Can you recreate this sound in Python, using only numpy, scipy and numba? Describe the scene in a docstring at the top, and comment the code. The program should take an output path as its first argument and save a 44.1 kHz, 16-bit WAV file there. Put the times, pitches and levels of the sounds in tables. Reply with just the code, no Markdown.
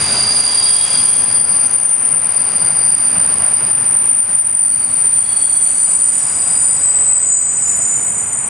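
"""A station platform, heard from across the tracks: passenger coaches brake as they roll away.
Rough treads rumble and roar, wheels thud over rail joints, brake blocks hiss and a machine on board hums.
Above that, braked wheels sing at their high modes: each tone arrives directly and as a blur of
Doppler-shifted echoes from canopy and walls. The recorder's gain ducks on the peaks."""
import sys
import numpy as np
from scipy import signal
from scipy.fft import rfft, irfft, next_fast_len
from scipy.io import wavfile
from scipy.ndimage import uniform_filter1d
from numba import njit

SR = 44100
rng = np.random.default_rng(int(sys.argv[2]) if len(sys.argv) > 2 else 0)


def generate_wav(signal):
    """Clip the signal to [-1, 1] and save it as 16-bit WAV at the path in sys.argv[1]."""
    frames = np.transpose(np.atleast_2d(signal))
    scaled = np.clip(frames, -1, 1) * 32767
    pcm = np.round(scaled).astype(np.int16)
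    wavfile.write(sys.argv[1], SR, pcm)


N = 374403
TIME = np.arange(N) / SR
LEFT_RIGHT = np.array([[1], [-1]])


def undb(db):
    """Decibels to gain."""
    return 10 ** (np.asarray(db) / 20)


def unit(x):
    """Scale to rms 1."""
    return x / np.sqrt(np.mean(np.abs(x) ** 2))


def curves(table):
    """Columns of a table, interpolated over TIME; the first holds the seconds."""
    times_s, *columns = np.transpose(table)
    return [np.interp(TIME, times_s, column) for column in columns]


def walk(t, rate_hz):
    """Smooth random drift, rms 1."""
    steps = np.interp((t - t[0]) * rate_hz, np.arange(2048), rng.standard_normal(2048))
    return unit(uniform_filter1d(steps, max(int(SR / rate_hz / 2), 1)))


def pan(db):
    """Stereo gains for a left-minus-right level."""
    gains = undb(LEFT_RIGHT * db / 2)
    return gains / np.sqrt(np.mean(gains ** 2, axis=0))


def widen(mid, side, side_db):
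    """Mid and side to stereo, rms 1."""
    return unit(mid + undb(side_db) * side * LEFT_RIGHT)


def add(out, sound, t):
    """Mix a sound in at its times t."""
    first = int(round(t[0] * SR))
    out[:, first:first + len(t)] += sound


def noise(spectrum, side_db):
    """Stereo noise, rms 1. Each spectrum row: frequency in Hz, relative density in dB."""
    size = next_fast_len(N)
    hz, db = np.transpose(spectrum)
    bins_hz = np.fft.rfftfreq(size, 1 / SR)
    gain = undb(np.interp(np.log(bins_hz + 1), np.log(hz), db))
    mid, side = irfft(rfft(rng.standard_normal((2, size))) * gain, size)[:, :N]
    return widen(mid, side, side_db)


def echoes(count, spread_hz, below_hz, above_hz, steepness, tilt_db, side_db, reach_hz=1500):
    """Complex echo envelope: Doppler shifts fill a band above the tone, uneven friction adds skirts."""
    size = next_fast_len(count)
    shift_hz = np.fft.fftfreq(size, 1 / SR)
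    inside_hz = np.clip(shift_hz, 0, spread_hz)
    outside_hz = shift_hz - inside_hz
    skirt_hz = np.where(shift_hz < 0, below_hz, above_hz)
    skirt = (1 + (outside_hz / skirt_hz) ** 2) ** (-steepness / 2)
    gain = undb(tilt_db * inside_hz / spread_hz) * skirt * np.exp(-(outside_hz / reach_hz) ** 2)
    paths = rng.standard_normal((2, size)) + 1j * rng.standard_normal((2, size))
    mid, side = np.fft.ifft(paths * gain)[:, :count]
    return widen(mid, side, side_db)


# One row: centre in Hz, width in Hz, base level in dB.
HUM_BAND = (259, 9, -49.5)

def machine_hum():
    """A machine on the train hums, fading as its coach draws away."""
    hz, width_hz, db = HUM_BAND
    blur = echoes(N, width_hz, below_hz=3.7, above_hz=4.2, steepness=2.5, tilt_db=-9, side_db=-18.5)
    hum = unit(np.real(blur * np.exp(2j * np.pi * (hz - width_hz / 2) * TIME)))
    leaving_db = np.interp(TIME, [1.5, 6.9, 7.6], [3, -1, -7])
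    return undb(db + leaving_db) * hum


# Each row: time in seconds, roar in dB, rumble in dB before trim.
ROLLING_LEVELS = [(0, -28.5, -32.5), (0.17, -28, -31.5), (0.4, -31, -37.5), (0.62, -31.5, -41),
                  (0.92, -31.5, -37.5), (1.55, -31.5, -36), (1.92, -34.5, -42.5), (2.2, -33, -39.5),
                  (2.65, -32.5, -37.5), (3.0, -33, -37), (3.3, -31, -35), (4.33, -35, -39),
                  (4.6, -39.5, -43.5), (5.1, -35, -38.5), (5.5, -38, -43.5), (6.0, -37, -42.5),
                  (6.55, -34, -38.5), (7.0, -34.5, -39.5), (7.35, -39, -44.5), (7.8, -35.5, -37.5),
                  (8.49, -35, -39)]
# Each row: frequency in Hz, relative density in dB.
RUMBLE_SPECTRUM = [(20, -28), (40, -16.5), (70, -4), (100, -1), (150, 0), (210, -2), (300, -8.5),
                   (450, -21), (1000, -67.5)]
ROAR_SPECTRUM = [(100, -24), (250, -14), (380, -0.5), (500, -1.5), (660, 1), (1000, 1.5), (1400, -1.5),
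                 (2300, -3.5), (2900, -8.5), (3600, -17), (6000, -19.5), (12000, -59.5)]

def rolling(rumble_trim_db=-0.64):
    """Rough treads shake the coach bodies (rumble) and ring wheels and rails (roar)."""
    roar_db, rumble_db = curves(ROLLING_LEVELS)
    rattle_db = 0.38 * walk(TIME, rate_hz=22)
    rumble = undb(rumble_db + rumble_trim_db + rattle_db) * noise(RUMBLE_SPECTRUM, side_db=-20.5)
    roar = undb(roar_db + rattle_db) * pan(db=1) * noise(ROAR_SPECTRUM, side_db=-14.5)
    return rumble + roar


def grip(full_s, until_s, rise_db_per_s, fade_db_per_s):
    """Gain of one brake block's grip: swells, holds at 1, fades."""
    before_s = np.maximum(full_s - TIME, 0)
    after_s = np.maximum(TIME - until_s, 0)
    return undb(-rise_db_per_s * before_s - fade_db_per_s * after_s)


# Each row: hold start and end in seconds, rise and fade in dB/s, level against the roar in dB.
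BLOCK_RUBS = [(0, 0.96, 0, 24, 1), (2.6, 7.16, 1.5, 10, -7.5), (5.1, 6.15, 20, 15, -6)]
# Each row: frequency in Hz, relative density in dB.
HISS_SPECTRUM = [(1000, -12.5), (2800, 4.5), (4000, 3), (5400, 1), (6600, 3.5), (8200, 2.5), (10200, 5),
                 (11000, -15), (12000, -39.5)]

def brake_hiss():
    """Blocks rub on the treads, in step with the roar; a near one lets go early, the others rub on."""
    roar_db, _ = curves(ROLLING_LEVELS)
    rubbing = np.sqrt(sum((undb(db) * grip(*shape)) ** 2 for *shape, db in BLOCK_RUBS))
    flicker_db = 0.6 * walk(TIME, rate_hz=30)
    return rubbing * undb(roar_db + flicker_db) * noise(HISS_SPECTRUM, side_db=-7.5)


def knock(start_s, decay_s, rise_s=0.0078):
    """Gain of one blow: linear rise, exponential decay."""
    age_s = np.maximum(TIME - start_s, 0)
    return np.minimum(age_s / rise_s, 1) * np.exp(-np.maximum(age_s - rise_s, 0) / decay_s)


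# Each row: start in seconds, thud in dB, clank in dB.
JOINT_HITS = [(.14, -36, -26.5), (0.931, -35, -31.5), (2.124, -26, -34), (2.61, -30, -37), (2.69, -37, -34),
              (2.8, -44, -37), (3.15, -29.5, -30), (3.42, -37, -29), (3.601, -28.5, -37), (3.768, -30, -35),
              (4.291, -42, -38), (5.87, -41, -34), (6.468, -35, -38), (6.87, -36, -44), (7.78, -44, -35)]
# Each row: frequency in Hz, relative density in dB.
THUD_SPECTRUM = [(40, -28), (100, -7), (170, 7.5), (260, -14), (700, -10), (2500, -14.5), (6000, -44.5)]
# Each row: centre in Hz, width in Hz, relative level in dB.
BOGIE_MODES = [(676, 140, 3.5), (1020, 86, -1), (1450, 240, -4), (2290, 620, -6.5)]

def rail_joints(clank_cutoff_hz=3000):
    """Wheels drop over rail joints: a dull thud and a soft bogie clank, smeared by the canopy."""
    thuds = sum(undb(db) * knock(start_s, decay_s=0.048) for start_s, db, _ in JOINT_HITS)
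    clanks = sum(undb(db) * knock(start_s, decay_s=0.036) for start_s, _, db in JOINT_HITS)
    hz = np.geomspace(100, 12000, 300)
    power = sum(undb(db) ** 2 / (1 + ((hz / centre_hz - centre_hz / hz) * centre_hz / width_hz) ** 2)
                for centre_hz, width_hz, db in BOGIE_MODES)
    power /= 1 + (hz / clank_cutoff_hz) ** 6
    clank_spectrum = np.column_stack([hz, 10 * np.log10(power)])
    return thuds * noise(THUD_SPECTRUM, side_db=-24) + clanks * noise(clank_spectrum, side_db=-14.5)


# Each row: start in seconds, pitch in Hz, peak level in dB.
HIGH_TICKS = [(1.72, 10100, -29), (2.435, 9860, -20), (3.172, 9780, -22), (8.08, 9700, -31)]

def high_ticks(length_s=0.011, sweep=0.037):
    """Brief high ticks near 10 kHz, each a tiny falling chirp."""
    out = np.zeros((2, N))
    for start_s, hz, db in HIGH_TICKS:
        t = TIME[(TIME > start_s) & (TIME < start_s + length_s)]
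        progress = (t - start_s) / length_s
        falling_hz = hz * (1 + sweep * (1 - 2 * progress))
        phase = 2 * np.pi * np.cumsum(falling_hz) / SR
        add(out, undb(db) * np.sin(np.pi * progress) ** 2 * np.sin(phase), t)
    return out


DOPPLER_SPREAD = 0.017  # echoes from ahead lie up to this fraction above the receding direct tone

def wheel_mode(t, hz, direct, scattered, flutter_db, wobble_hz=1.83, ramp_s=0.004):
    """A mode kept ringing by the block: a wavering sine plus echoes, both fluttering with the grip."""
    phase = 2 * np.pi * np.cumsum(hz + wobble_hz * walk(t, rate_hz=24.84)) / SR
    fading_db = 1.17 * walk(t, rate_hz=12)
    envelope = (direct * undb(fading_db) + scattered) * undb(flutter_db * walk(t, rate_hz=16))
    ramps = np.clip(np.minimum(t - t[0], t[-1] - t) / ramp_s, 0, 1)
    return np.sqrt(2) * ramps * np.real(envelope * np.exp(1j * phase))


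# Each row: start, peak and end in seconds, pitch in Hz, echo level in dB, direct against echoes in dB.
FAR_WHEELS = [(-.3, .03, .35, 3816, -42, -1), (.5, .57, 1.2, 3816, -41.5, -3),
              (-.9, .15, 1.1, 6170, -40, -6), (.6, 1.17, 1.5, 6170, -41, -4),
              (1.35, 1.66, 2.2, 6170, -40, -4), (.45, .92, 1.1, 8015, -35.5, -8),
              (0, .6, 1.1, 3300, -42, -12), (.3, 1.2, 2.3, 9214, -27, 4), (1.3, 1.78, 2, 10880, -45, -15),
              (1.8, 2.8, 3.6, 6150, -48, -6), (2.55, 2.85, 3.15, 10900, -42, -15),
              (2.9, 3.5, 4.1, 4868, -41, -4), (4.05, 4.3, 4.45, 4765, -48, -5),
              (4.1, 4.8, 5.8, 4875, -49.5, -6), (4.5, 4.8, 5.5, 4555, -45.5, -8),
              (4.9, 5.5, 6.35, 4555, -40.5, -5), (4.95, 5.42, 5.9, 3350, -46.5, -4),
              (4.55, 4.67, 4.9, 6110, -55, 0), (5.1, 5.6, 7.3, 6130, -46.5, -4),
              (5.6, 5.87, 6.05, 6130, -43.5, -2), (5.7, 5.85, 6.2, 4872, -46, -2),
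              (5.8, 6.55, 7.3, 4872, -38.5, -2), (6.7, 7.2, 8.3, 4872, -46.5, -5),
              (5.8, 6.25, 7.4, 5657, -48, -4), (5.4, 6.55, 7.4, 10093, -35, -12),
              (6.9, 7.8, 9.4, 6115, -45.5, 0), (7.45, 7.68, 8.3, 5285, -47.5, -4),
              (7.35, 7.68, 8.2, 6640, -47, -6), (6.9, 7.9, 9.1, 11930, -53.5, -15)]

def far_squeals():
    """Wheels further along the train swell and die away, heard largely through their echoes; one row near 9.2
    kHz is instead a second, clearer tone of the first whistle."""
    out = np.zeros((2, N))
    for start_s, peak_s, end_s, hz, db, direct_db in FAR_WHEELS:
        t = TIME[(TIME > start_s) & (TIME < end_s)]
        swell = np.sin(np.interp(t, [start_s, peak_s, end_s], [0, np.pi / 2, np.pi])) ** 2
        pan_db = np.interp(peak_s, [0, 3], [2, -1.5])  # left to right
        blur = echoes(len(t), DOPPLER_SPREAD * hz, below_hz=0.0093 * hz, above_hz=0.008 * hz,
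                      steepness=1.9, tilt_db=-7.5, side_db=-8.5)
        tone = wheel_mode(t, hz, undb(direct_db), blur, flutter_db=0.96)
        add(out, undb(db) * pan(pan_db) * swell * tone, t)
    return out


def turns(t, start_turns_per_s=2.71, braking_turns_per_s2=0.12):
    """Turns made by a steadily braked wheel."""
    return start_turns_per_s * t - braking_turns_per_s2 * t ** 2 / 2


# Each row: wheel, hold start and end in seconds, rise and fade in dB/s, direct and echo dB before trim.
BLOCK_GRIPS = [("first whistle", 1, 4.38, 3.1, 16.4, -15, -15.5),
               ("first whistle", 4, 6.26, 7.6, 28, -31, -24.5),
               ("second whistle", 2.95, 4.33, 44, 11, -25, -22.5),
               ("second whistle", 5.01, 6.05, 14.4, 14.3, -15.5, -16),
               ("second whistle", 6.6, 6.66, 19, 33, -16, -17.5),
               ("last whistle", 6.95, 7.25, 40, 60, -33, -33.5),
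               ("last whistle", 7.71, 8.24, 43, 4.4, -22.5, -23),
               ("upper shriek", 5.86, 6.2, 26, 9, -28.5, -31),
               ("upper shriek", 6.25, 6.6, 14.6, 9, -24, -21.5),
               ("upper shriek", 6.9, 7.34, 25, 23, -13, -18.5),
               ("upper shriek", 7.7, 7.75, 11, 6.1, -26.5, -21),
               ("lower shriek", 6.33, 7.1, 12.7, 9, -34.5, -33.5),
               ("lower shriek", 7.3, 7.45, 62, 9, -22.5, -33),
               ("lower shriek", 7.67, 7.93, 16, 16.4, -23, -23),
               ("low squeal", 0.24, 0.66, 14, 21.7, -25, -23), ("low squeal", 0.95, 1, 44, 79, -26, -23.5),
               ("low squeal", 1.13, 1.58, 18, 52, -37, -32),
               ("low squeal", 2.61, 2.95, 22, 22, -47.5, -35.5),
               ("lowest squeal", 0.84, 0.99, 40, 85, -34.5, -34),
               ("lowest squeal", 1.17, 1.27, 40, 40, -40, -44)]
# Each wheel: pitch in Hz, time of that pitch in seconds, glide in Hz/s.
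WHEEL_PITCHES = {"first whistle": (9167, 2.7, -6), "second whistle": (9114, 5.6, 6),
                 "last whistle": (9018, 7.8, 4), "upper shriek": (8056, 7, 5),
                 "lower shriek": (7049, 7.6, 3), "low squeal": (4754, .5, 2),
                 "lowest squeal": (3268, .9, 15)}
# Each wheel: lower and upper echo skirt in Hz, skirt steepness, tilt in dB, side level in dB.
WHEEL_ECHOES = {"first whistle": (40, 59, 1.33, -10.5, -11), "second whistle": (47, 42.5, 1.52, -5.5, -3.5),
                "last whistle": (82.5, 72, 1.8, -9, -5), "upper shriek": (37.5, 70, 1.5, -8, -7),
                "lower shriek": (32, 37.5, 1.5, -5.5, -9.5), "low squeal": (64.5, 83, 1.6, -2, -9.5),
                "lowest squeal": (28, 56, 2, -1.5, -13)}
# Each wheel: time of one crest in seconds, throb depth in dB.
WHEEL_THROBS = {"first whistle": (1.57, 0.51), "second whistle": (5.57, 1.8), "last whistle": (7.5, 1),
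                "upper shriek": (6.95, 1.5), "lower shriek": (7.33, 2.2), "low squeal": (0.6, 1.9),
                "lowest squeal": (0.67, 1)}
# Lower tones stay in place. Each wheel: left minus right in dB, left phase lead in radians.
STEADY_BEARINGS = {"upper shriek": (1, -.1), "lower shriek": (-.6, .2), "low squeal": (-1, 0),
                   "lowest squeal": (1, 0)}
# The listener turns, so the whistles' bearing shifts. Each row: time in seconds, left minus right in dB, left
# phase lead in radians.
WHISTLE_BEARINGS = [(0, 1, 1.3), (.7, -0.5, 1.58), (1.7, 5, 0.74), (2.3, 5, 0.75), (3.1, 1, -0.4),
                    (4.6, 1.5, -0.78), (5.6, 1, 0.04), (8.49, 0, -0.41)]

def squeal(wheel, direct_trim_db=-0.2, echo_trim_db=0.04):
    """A braked wheel sings: it follows its firmest grip; the direct tone throbs once per turn."""
    grips = [undb([[direct_db + direct_trim_db], [echo_db + echo_trim_db]]) * grip(*shape)
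             for name, *shape, direct_db, echo_db in BLOCK_GRIPS if name == wheel]
    direct, echo = np.max(grips, axis=0)
    crest_s, depth_db = WHEEL_THROBS[wheel]
    throb = undb(depth_db * np.cos(2 * np.pi * (turns(TIME) - turns(crest_s))))
    hz, at_s, glide_hz_per_s = WHEEL_PITCHES[wheel]
    gliding_hz = hz + glide_hz_per_s * (TIME - at_s)  # the wheel draws away and slows
    pan_db, lead_rad = STEADY_BEARINGS[wheel] if wheel in STEADY_BEARINGS else curves(WHISTLE_BEARINGS)
    ports = np.exp(1j * LEFT_RIGHT * lead_rad / 2)  # the wave reaches one microphone port first
    blur = echoes(N, DOPPLER_SPREAD * hz, *WHEEL_ECHOES[wheel])
    tone = wheel_mode(TIME, gliding_hz, direct * throb * ports, echo * ports * blur, flutter_db=0.97)
    return pan(pan_db) * tone


def scene():
    """Squeals over the rolling train."""
    squeals = sum(squeal(wheel) for wheel in WHEEL_PITCHES) + far_squeals()
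    return squeals + high_ticks() + rolling() + machine_hum() + rail_joints() + brake_hiss()


@njit
def follow_peaks(x, attack_s, release_s):
    """One-pole peak follower."""
    out, level = np.empty(len(x)), 0.
    for i in range(len(x)):
        level += (x[i] - level) / (SR * (attack_s if x[i] > level else release_s))
        out[i] = level
    return out


def record(dry, threshold_db=-5, gain_db=0.74, cutoff_hz=12250):
    """The recorder ducks its gain on the loudest peaks and cuts the top."""
    peak = follow_peaks(np.abs(dry).max(axis=0), attack_s=0.00043, release_s=0.13)
    limited = dry * undb(gain_db) / np.maximum(peak / undb(threshold_db), 1)
    lowpass = signal.ellip(8, 0.2, 70, cutoff_hz, fs=SR, output="sos")
    return signal.sosfilt(lowpass, limited)


dry = scene()
out = record(dry)
generate_wav(out)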